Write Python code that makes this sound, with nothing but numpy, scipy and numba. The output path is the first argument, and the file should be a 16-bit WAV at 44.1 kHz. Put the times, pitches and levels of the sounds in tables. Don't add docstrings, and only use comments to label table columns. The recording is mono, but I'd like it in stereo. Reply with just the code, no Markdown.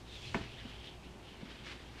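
import sys
import numpy as np
from scipy import signal
from scipy.fft import rfft, irfft
from scipy.io import wavfile
from numba import njit

SR = 44100
rng = np.random.default_rng(int(sys.argv[2]) if len(sys.argv) > 2 else 0)


def persist_wave(psi):
    counts = np.round(np.clip(psi, -1, 1) * 32767).astype(np.int16)
    wavfile.write(sys.argv[1], SR, np.atleast_2d(counts).T)


N = 88200
TIME_S = np.arange(N) / SR


def gain(db):
    return 10 ** (np.asarray(db) / 20)


def normalise(x):
    return x / np.sqrt(np.mean(x ** 2))


def curve(table, column=1):
    rows = np.array(table)
    return np.interp(TIME_S, rows[:, 0], rows[:, column])


def fade(ring_s):
    return np.exp(-np.log(1000) * TIME_S / ring_s)


def shape_tone(x, points):
    hz, db = np.array(points).T
    grid_hz = np.maximum(np.fft.rfftfreq(2 * N, 1 / SR), 1)
    cepstrum = irfft(np.log(gain(np.interp(np.log(grid_hz), np.log(hz), db))))
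    cepstrum[1:N] *= 2
    cepstrum[N + 1:] = 0
    return irfft(rfft(x, 2 * N) * np.exp(rfft(cepstrum)))[:N]


def start_at(start_s, x):
    return np.pad(x, (int(start_s * SR), 0))[:N]


def wander(rate_hz):
    return normalise(np.interp(TIME_S * rate_hz, np.arange(N), rng.standard_normal(N)))


@njit
def bandpass(x, pitch_hz, width_hz):
    out, band_state, low_state = np.empty(len(x)), 0., 0.
    for i in range(len(x)):
        tuning = np.tan(np.pi * pitch_hz[i] / SR)
        damping = width_hz / pitch_hz[i]
        band = (band_state + tuning * (x[i] - low_state)) / (1 + tuning * (tuning + damping))
        band_state = 2 * band - band_state
        low_state += 2 * tuning * band
        out[i] = damping * band
    return out


def ringing(tones):
    return sum(gain(db) * np.sin(2 * np.pi * hz * TIME_S) * fade(ring_s) for hz, db, ring_s in tones)


# pitch_hz, gain_db
STEREO_WIDTH = [(50, -32), (110, -21.5), (250, -7), (600, -7.5), (1300, -3.5), (2600, -2.5), (4300, -1.5),
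                (8000, -3), (14000, -1.5)]

def stereo(middle, side, side_db=0):
    side = gain(side_db) * shape_tone(side, STEREO_WIDTH)
    return np.array([middle + side, middle - side])


# pitch_hz, relative_db
ROOM_TONE = [(20, -6), (35, -17), (55, 4), (80, -6), (110, 0.5), (170, -6), (240, -5.5), (305, -7.5),
             (380, -7.5), (500, -12), (640, -14), (800, -11.5), (1300, -19.5), (2500, -24), (4000, -29.5),
             (7000, -32), (10000, -37.5), (15000, -49.5)]

def room_noise(level_db=-53.5):
    middle, side = (normalise(shape_tone(rng.standard_normal(N), ROOM_TONE)) for _ in range(2))
    return gain(level_db) * stereo(middle, side, side_db=5.5)


# pitch_hz, level_db
MAINS_HUM = [(59.4, -58), (120, -80), (360, -66.5)]
FAINT_HIGH_TONE = [(13001, -92)]

def hum_and_high_tone(waver_db=2, waver_hz=6):
    out = np.zeros(N)
    for hz, db in MAINS_HUM + FAINT_HIGH_TONE:
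        peak = np.sqrt(2) * gain(db - waver_db * wander(waver_hz))
        out += peak * np.sin(2 * np.pi * (hz * TIME_S + rng.random()))
    return out


def with_echo(x, echo_db, ring_s=.23, build_s=.0086, widen_s=.04):
    tail = normalise((1 - np.exp(-TIME_S / build_s)) * fade(ring_s)) / np.sqrt(N)
    widening = 1 - np.exp(-TIME_S / widen_s)
    middle = signal.fftconvolve(x, tail * rng.standard_normal(N))[:N]
    side = signal.fftconvolve(x, tail * widening * rng.standard_normal(N))[:N]
    return x + gain(echo_db) * stereo(middle, side, side_db=-4)


def slips(slips_per_s=12000):
    return (rng.random(N) < slips_per_s / SR) * rng.standard_normal(N)


def grainy_noise(tone, side_db=0):
    middle, side = (normalise(shape_tone(slips(), tone)) for _ in range(2))
    return stereo(middle, side, side_db)


def rasp(pitch_hz, width_hz):
    return normalise(bandpass(bandpass(slips(), pitch_hz, width_hz), pitch_hz, width_hz))


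# pitch_hz, relative_db
RUMBLE_TONE = [(25, -30), (45, 4), (70, 2.5), (125, 9), (180, -16), (300, -22), (600, -20), (2000, -55)]
# time_s, level_db
RUMBLE_LEVELS = [(0, -62), (.25, -60), (.3, -46), (.39, -57), (.46, -56), (.52, -53.5), (.58, -62.5),
                 (.64, -54.5), (.9, -66.5), (1.2, -73), (2, -88)]

def bookcase_rumble():
    return grainy_noise(RUMBLE_TONE) * gain(curve(RUMBLE_LEVELS))


# pitch_hz, relative_db
SCRAPE_TONE = [(100, -15.5), (250, 5), (600, -8.5), (1200, -4), (2200, -0.5), (3300, -3), (5000, -10.5),
               (7000, -22.5), (10000, -33), (15000, -65)]
# time_s, level_db
SCRAPE_LEVELS = [(0, -69), (.2, -72), (.28, -64.5), (.33, -58.5), (.43, -51), (.52, -64), (.6, -61.5),
                 (.7, -57), (.78, -62), (.9, -63), (1.17, -68), (1.42, -59), (1.54, -55), (1.63, -57.5),
                 (1.66, -50.5), (1.72, -50), (1.755, -56), (1.89, -63.5), (2, -54.5)]

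def edge_scrape(judder_db=2, judder_hz=70):
    scrape = grainy_noise(SCRAPE_TONE, side_db=-10.5)
    return scrape * gain(curve(SCRAPE_LEVELS) + judder_db * wander(judder_hz))


# pitch_hz, relative_db
HISS_TONE = [(1500, -29), (3000, -8.5), (4400, -2.5), (6000, -8.5), (9000, -17.5), (15000, -49)]
# time_s, level_db
HISS_LEVELS = [(0, -66), (.05, -74), (.11, -64), (.27, -58), (.37, -60), (.5, -73), (.65, -76), (1, -77),
               (1.6, -78), (1.66, -68), (1.72, -63), (1.77, -74)]

def cover_hiss():
    return grainy_noise(HISS_TONE) * gain(curve(HISS_LEVELS))


# middle_s, length_s, level_db, pitch_hz
COVER_CATCHES = [(.265, 0.1, -53.5, 2570), (0.275, 0.11, -59.5, 4100), (0.59, .05, -58.5, 3640),
                 (0.606, 0.073, -58.5, 1950), (0.878, 0.041, -60.5, 3560), (1.705, .06, -58.5, 2150),
                 (1.783, 0.077, -62, 1900)]

def cover_catches():
    out = np.zeros(N)
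    for middle_s, length_s, db, hz in COVER_CATCHES:
        swell = np.cos(np.pi * np.clip((TIME_S - middle_s) / length_s, -.5, .5))
        out += gain(db) * rasp(np.full(N, float(hz)), width_hz=450.) * swell
    return with_echo(out, echo_db=-10)


# pitch_hz, relative_db
RUB_TONE = [(300, -17), (1300, -11), (2300, 1.5), (3200, 4), (4800, -5.5), (6500, -17), (9000, -23),
            (15000, -35)]
# time_s, level_db, pitch_hz
RUB_PATH = [(0, -69, 3500), (.04, -70, 3380), (.085, -55.5, 3580), (.15, -51, 3530), (.21, -55.5, 3200),
            (.27, -52.5, 3370), (.33, -56, 3100), (.42, -58, 3060), (.51, -55.5, 2880), (.6, -55, 3100),
            (.72, -53.5, 2830), (.77, -56, 2840), (.83, -54, 2940), (.87, -52.5, 3250), (.93, -59.5, 3000),
            (.99, -69.5, 2870), (1.05, -59, 2860), (1.17, -72.5, 2770), (1.29, -56, 3000),
            (1.38, -64, 2900), (1.7, -61, 3400), (1.88, -62.5, 3150), (2, -70, 2830)]

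def cover_rub(judder_db=1, judder_hz=50, pitch_waver=.049, waver_hz=25, rasp_db=-2):
    pitch_hz = curve(RUB_PATH, column=2) * np.exp(pitch_waver * wander(waver_hz))

    def rub():
        rustle = normalise(shape_tone(slips(), RUB_TONE))
        return normalise(rustle + gain(rasp_db) * rasp(pitch_hz, width_hz=480.))
    rubbing = stereo(rub(), rub(), side_db=-15.5)
    return rubbing * gain(curve(RUB_PATH) + judder_db * wander(judder_hz))


# pitch_hz, relative_db, ring_s
SHELF_TONES = [(123, -10, .28), (157, -7, .24), (236, -7.5, .16), (312, -17, .13), (402, -2, .14),
               (487, -16, .1), (667, -8, .14), (778, -14, .15), (845, -13, .12), (965, -8, .11),
               (1513, -13, .11)]
# pitch_hz, relative_db
BOOKCASE_TONE = [(60, -5.5), (130, 0), (225, 2), (305, 1), (400, 0.5), (600, -16), (1000, -11.5),
                 (1400, -14.5), (2200, -20.5), (4000, -20), (10000, -51.5)]
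# start_s, thud_db, pitch_hz, rise_s, relative_ring_db
BOOK_BUMPS = [(0.3472, -31, 183, .003, -1.5), (.3565, -32, 223, 0.0035, -27),
              (0.4103, -37, 164, 0.0015, -22), (.651, -42, 239, .0045, -18),
              (1.066, -41.5, 170, 0.0011, -22.5), (1.412, -43, 142, 0.0011, -29),
              (1.424, -47, 560, 0.0018, -30), (1.4305, -36, 203, 0.0022, -23),
              (1.458, -44, 210, 0.0016, -25)]

def book_bumps(shelf_db=-29.5, case_db=-32.5, build_s=.005):
    build = 1 - np.exp(-TIME_S / build_s)
    shelf_ring = gain(shelf_db) * ringing(SHELF_TONES) * build
    case_fade = gain(case_db) * build * fade(ring_s=.24)
    bumps, case_power = np.zeros(N), np.zeros(N)
    for start_s, thud_db, hz, rise_s, ring_db in BOOK_BUMPS:
        swell = TIME_S / rise_s * np.exp(1 - np.minimum(TIME_S / rise_s, 50))
        thud = gain(thud_db) * swell * np.sin(2 * np.pi * hz * TIME_S)
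        bumps += start_at(start_s, thud + gain(ring_db) * shelf_ring)
        case_power += start_at(start_s, gain(ring_db) * case_fade) ** 2
    bumps = with_echo(bumps, echo_db=-12.5)
    case_ring = grainy_noise(BOOKCASE_TONE, side_db=-11) * np.sqrt(case_power)
    return bumps + case_ring


# pitch_hz, relative_db, ring_s
COVER_TONES = [(1020, 8, 0.0036), (1450, -2.5, 0.023), (1734, -2, 0.01), (2000, -9.5, 0.015),
               (1940, -1, 0.016), (2480, -12.5, 0.013), (2880, -20, 0.015)]
# pitch_hz, gain_db
CHATTER_TONE = [(100, -89), (450, -3), (950, 3.5), (1250, -4.5), (1600, -2), (2150, 3), (2850, -2),
                (3500, -20.5), (5200, -18.5), (8000, -28.5), (15000, -55)]
# start_s, relative_db, pitch_ratio
EDGE_TAPS = [(.3445, .5, 1), (.3464, 3, 1.03), (.3497, -5.5, 1.25), (.3533, -4, 1.45)]

def book_knock(chatter_s=.0031, chatter_db=-5.5, ring_db=-36.5, ring_top_hz=3230):
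    soften = signal.butter(4, ring_top_hz, fs=SR, output="sos")
    out = np.zeros(N)
    for start_s, tap_db, pitch_ratio in EDGE_TAPS:
        tones = [(hz * pitch_ratio, db, ring_s) for hz, db, ring_s in COVER_TONES]
        cover_ring = gain(ring_db) * signal.sosfilt(soften, ringing(tones))
        burst = normalise(rng.standard_normal(N) * np.exp(-TIME_S / chatter_s)) / np.sqrt(N)
        chatter = gain(chatter_db) * shape_tone(burst, CHATTER_TONE)
        out += gain(tap_db) * start_at(start_s, chatter + cover_ring)
    return with_echo(out, echo_db=-10)


def scene():
    sliding = cover_hiss() + cover_rub() + cover_catches() + edge_scrape()
    return sliding + bookcase_rumble() + book_knock() + book_bumps() + room_noise() + hum_and_high_tone()


def record(dry, top_hz=15100):
    return signal.sosfilt(signal.ellip(10, .2, 70, top_hz, fs=SR, output="sos"), dry)


dry = scene()
out = record(dry)
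persist_wave(out)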